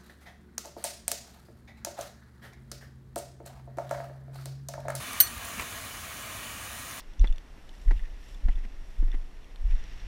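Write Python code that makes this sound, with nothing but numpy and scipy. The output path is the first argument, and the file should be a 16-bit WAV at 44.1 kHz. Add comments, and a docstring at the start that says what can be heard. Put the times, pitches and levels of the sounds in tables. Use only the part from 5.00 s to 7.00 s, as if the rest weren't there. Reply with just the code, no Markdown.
"""A hose nozzle sprays over a dry slope: shaped noise rushes and hisses, random drops spatter in it, and the
level heard dips briefly after the clink. Low noise makes a little wind rumble; bright noise bursts tick as gear.
A metal fitting clinks once and bounces twice: noise cracks over a bright ring of beating sines, with echoes
and faint later tinkles. Soft low thumps come next, and a boot scuffs and lands on stony dirt with short
sine knocks and noise grit. The sound is mono, alike in both channels."""
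import sys
import numpy as np
from scipy import signal
from scipy.fft import rfft, irfft
from scipy.io import wavfile
from scipy.ndimage import map_coordinates

SR = 44100
rng = np.random.default_rng(int(sys.argv[2]) if len(sys.argv) > 2 else 0)


def log_audio(samples):
    """Write samples as a 16-bit WAV file to the path given in sys.argv[1]."""
    # one column per channel
    frames = np.atleast_2d(samples).T
    # limit to full scale, then quantise
    limited = np.clip(frames, -1, 1)
    pcm = np.round(limited * 32767).astype(np.int16)
    wavfile.write(sys.argv[1], SR, pcm)


N = 88200  # 2 s
T = np.arange(N) / SR
HZ = np.maximum(np.arange(N // 2 + 1) * SR / N, 1)


def from_db(db):
    """Decibels to gain."""
    return 10 ** (np.asarray(db) / 20)


def rms_one(x):
    """Scale to rms 1."""
    return x / np.sqrt(np.mean(x ** 2) + 1e-20)


def colour(x, spectrum, peaks=()):
    """Filter by a spectrum with resonances on top, rolling off below its lowest point; rms 1."""
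    hz, db = np.transpose(spectrum)
    curve = np.interp(np.log(HZ), np.log(hz), db)
    for centre_hz, width_hz, lift_db in peaks:
        curve = curve + lift_db / (1 + (2 * (HZ - centre_hz) / width_hz) ** 2)
    low_cut = HZ ** 2 / (HZ ** 2 + (hz[0] / 2) ** 2)
    return rms_one(irfft(rfft(x) * from_db(curve) * low_cut, N))


def noise(spectrum, peaks=()):
    """Coloured noise of rms 1."""
    return colour(rng.standard_normal(N), spectrum, peaks)


def drift(rate_hz):
    """Slow random wander of rms 1: noise that falls away above the rate."""
    return rms_one(irfft(rfft(rng.standard_normal(N)) / (1 + (HZ / rate_hz) ** 2), N))


def decay(start_s, t60_s):
    """A sudden start that dies away by 60 dB in t60."""
    return (T >= start_s) * from_db(-60 * np.clip((T - start_s) / t60_s, 0, 2))


def spray():
    """The jet rushes through resonances, its mist hisses, and drops patter within the hiss."""
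    # level of the spray as heard, dipping briefly after the clink: start_s, rush_level_db, hiss_level_db
    heard_levels = [(0, -39.5, -44.5), (.18, -40.5, -43.3), (.33, -44, -46.5), (.39, -43.5, -47.5),
                    (.45, -40.5, -43.5), (.62, -42.5, -44.5), (.8, -42, -44.5), (1.05, -43, -46),
                    (1.32, -42, -45), (1.6, -42.5, -44.6), (2, -43, -44.5)]
    # rush of the jet: freq_hz, level_db (per Hz, relative)
    rush_spectrum = [(130, -3.5), (250, 1), (430, -8.5), (650, -0.5), (900, -4.5), (1400, -1.5),
                     (2800, -4.5), (3400, -7), (4200, -6), (5000, -13.5), (8000, -21.5)]
    # resonances that colour the rush: freq_hz, width_hz, lift_db
    rush_peaks = [(1048, 99, 5.5), (1134, 42, 3.5), (1211, 76, 6.5), (1664, 39, 8), (1878, 52, 7),
                  (2307, 120, 6), (2485, 72, 5.5), (2820, 64, 3.5), (2990, 110, 7.5), (3510, 40, 6.5)]
    # hiss of the mist: freq_hz, level_db (per Hz, relative)
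    hiss_spectrum = [(3000, -19), (5200, -5), (6400, 2), (7050, 1), (7900, -4), (8500, -2.5), (9100, 1),
                     (9900, 2), (10300, -4), (11000, -1.5), (12000, -5), (13200, -3.5), (15500, -5.5)]
    drops_per_s, drop_spread_db = 1500, 7
    drops_db = -13  # relative to the hiss

    s, rush_db, hiss_db = np.transpose(heard_levels)
    rush_level = from_db(np.interp(T, s, rush_db) + .5 * drift(rate_hz=18))
    rush = noise(rush_spectrum, rush_peaks) * rush_level

    # most drops are small, a few much larger, pushing either way
    sizes = from_db(drop_spread_db * np.minimum(rng.exponential(1, N), 5))
    signed_sizes = sizes * rng.choice([-1, 1], N)
    falls = rng.random(N) < drops_per_s / SR
    drops = colour(signed_sizes * falls, hiss_spectrum)

    hiss = noise(hiss_spectrum) + from_db(drops_db) * drops
    hiss_level = from_db(np.interp(T, s, hiss_db) + 0.17 * drift(rate_hz=25))
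    return rush + hiss * hiss_level


def patchy(x, count=44):
    """Narrow overlapping bands swell and fade on their own, so the colour wanders."""
    wander_db, wander_hz = 1.12, 6.2
    centres = np.log(np.geomspace(400, 16000, count))
    whole = rfft(x)
    total = 0
    for band in np.eye(count):
        weight = np.interp(np.log(HZ), centres, band)
        total = total + irfft(whole * weight, N) * from_db(wander_db * drift(wander_hz))
    return total


def over_ground(x):
    """The ground reflects the spray, with a delay that wanders as the nozzle sways."""
    lag_s, sway_s, reflection_db = .0045, 0.00013, -18.5
    lag = lag_s + sway_s * drift(rate_hz=1.4)
    reflection = map_coordinates(x, [(T - lag) * SR], order=3, mode="wrap")
    return x + from_db(reflection_db) * reflection


def wind():
    """Low noise whose level wanders: a slightly lumpy rumble."""
    # wind rumble: freq_hz, level_db (per Hz, relative)
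    wind_spectrum = [(15, -26), (30, -9), (55, 2), (85, 2.5), (120, -3), (200, -16.5), (400, -32)]
    return noise(wind_spectrum) * from_db(-50.5 + 0.63 * drift(rate_hz=6))


def ticks():
    """Gear and grit tick: bright noise with a sudden start and a very short decay."""
    # small ticks: start_s, level_db
    tick_times = [(0.131, -39), (0.1325, -30.5), (.3790, -35.5), (0.4503, -36), (0.611, -34.5)]
    # colour of a tick: freq_hz, level_db (per Hz, relative)
    tick_spectrum = [(1500, -10), (4000, -1), (7000, -6), (10000, 6), (16000, -8)]
    return noise(tick_spectrum) * sum(from_db(db) * decay(s, t60_s=0.011) for s, db in tick_times)


def partial(start_s, hz, t60_s, swell_s, beats_per_s):
    """One mode of the metal: it swells, beats and dies away."""
    beat_depth = .45
    age = np.maximum(T - start_s, 0)
    swelling = 1 - np.exp(-2 * age / swell_s)
    beating = 1 - beat_depth * np.sin(np.pi * beats_per_s * age) ** 2
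    return decay(start_s, t60_s) * swelling * beating * np.sin(2 * np.pi * hz * age)


def fitting():
    """The blow sets metal modes ringing, each contact cracks; ground and hillside send some back."""
    # cracks of the blow and its two bounces: start_s, level_db
    contacts = [(0.2021, -16.5), (0.2068, -21), (0.2107, -24)]
    # modes of the fitting: pitch_hz, level_db (before swell and beats), t60_s, swell_s (to 86 %), beats_per_s
    modes = [(1520, -32, .06, .002, 5), (3017, -31, .08, .002, 5), (3950, -19, .028, .001, 5),
             (4292, -20, .04, .001, 12), (4363, -28, .25, .012, 18), (6034, -11, .1, .08, 1),
             (8503, -23, .06, .001, 12), (8587, -19, .125, .002, 32), (8799, -15, .055, .002, 28),
             (8914, -13, .11, .03, 3), (12259, -23, .15, .025, 32), (12949, -17, .06, .001, 6),
             (13112, -5.5, .062, .001, 4), (13125, -20, .16, .002, 28), (13324, -23, .05, .001, 6),
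             (15386, -18, .05, .006, 5), (15442, -4, .055, .018, 5)]
    # colour of each contact: freq_hz, level_db (per Hz, relative)
    crack_spectrum = [(900, -20), (1500, -2), (2600, -8), (4100, 0), (5200, -2.5), (6500, 0.5),
                      (7600, -5.5), (9000, 3.5), (11000, -4), (13000, -11), (14300, -14), (16000, -9)]
    struck_s, crack_t60_s = .2022, 0.021
    echo_db, echo_delay_s, echo_t60_s = -17.5, .017, 0.12  # diffuse return from the ground
    slap_db, slap_s = -20.5, .068  # faint, duller echo from the hillside

    ring = sum(from_db(db) * partial(struck_s, hz, t60, swell, beats) for hz, db, t60, swell, beats in modes)
    crack = noise(crack_spectrum) * sum(from_db(db) * decay(s, crack_t60_s) for s, db in contacts)
    high_pass = signal.butter(2, 1200, "high", fs=SR, output="sos")
    hit = signal.sosfilt(high_pass, ring + crack)

    # a decaying noise tail of unit energy
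    tail = rms_one(rng.standard_normal(N) * decay(echo_delay_s, echo_t60_s)) / np.sqrt(N)
    echo = signal.fftconvolve(hit, tail)[:N]
    low_pass = signal.butter(4, 8500, fs=SR, output="sos")
    slap = signal.sosfilt(low_pass, np.roll(hit, int(slap_s * SR)))
    return hit + from_db(echo_db) * echo + from_db(slap_db) * slap


def tinkles():
    """Light touches wake single high modes as the fitting settles: decaying sines."""
    # faint touches: start_s, pitch_hz, level_db
    touches = [(.344, 13123, -44), (.453, 12259, -46), (.454, 15442, -45), (.472, 15442, -45)]
    return sum(from_db(db) * decay(s, t60_s=.08) * np.sin(2 * np.pi * hz * (T - s)) for s, hz, db in touches)


def thumps():
    """Soft contacts of boot and hose push a few low cycles under a half-sine swell."""
    # soft contacts: start_s, pitch_hz, level_db, length_s
    contacts = [(.3615, 68.5, -35.5, .028), (.571, 210, -40.5, 0.024), (.592, 58, -37.5, 0.025)]
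    total = 0
    for s, hz, db, length in contacts:
        swell = np.sin(np.pi * np.clip((T - s) / length, 0, 1))
        total = total - from_db(db) * swell * np.sin(2 * np.pi * hz * (T - s))
    return total


def boot():
    """The sole scuffs dirt as smooth noise swells; stones knock as short modes and grit crunches as noise."""
    # boot on stones: start_s, knock_level_db, grit_level_db, grit_t60_s
    steps = [(.5967, -18, -33, .028), (.6227, -23, -33, .022)]
    # what the stones ring with: pitch_hz, level_db (relative to the knock), t60_s
    stone_modes = [(700, -14, .005), (1300, -8, .005), (2300, -10, .005), (2850, -11, .007)]
    # grit under the sole: freq_hz, level_db (per Hz, relative)
    grit_spectrum = [(380, -12), (600, -8), (1250, 1), (1800, -2.5), (2600, 1), (3500, -16.5), (8000, -15),
                     (15000, -30)]
    # sole scuffing the dirt: centre_s, half_length_s (to 1/e), level_db
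    scuffs = [(0.599, 0.024, -38), (0.627, 0.012, -47.5)]

    knocks = sum(from_db(db + mode_db) * decay(s, t60) * np.sin(2 * np.pi * hz * (T - s))
                 for s, db, _, _ in steps for hz, mode_db, t60 in stone_modes)
    crunch = sum(from_db(db) * decay(s, t60) for s, _, db, t60 in steps)
    scuff = sum(from_db(db) * np.exp(-((T - s) / length) ** 2) for s, length, db in scuffs)
    return knocks + noise(grit_spectrum) * (crunch + scuff)


def scene():
    """Everything reaches one microphone, alike in both channels."""
    water = over_ground(patchy(spray()))
    metal = fitting() + tinkles()
    mono = water + wind() + ticks() + metal + thumps() + boot()
    return np.tile(mono, (2, 1))


def record(dry):
    """A steep low-pass cuts the top."""
    cutoff_hz = 15850
    low_pass = signal.ellip(12, .1, 90, cutoff_hz, fs=SR, output="sos")
    return signal.sosfilt(low_pass, dry)


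dry = scene()
out = record(dry)
log_audio(out)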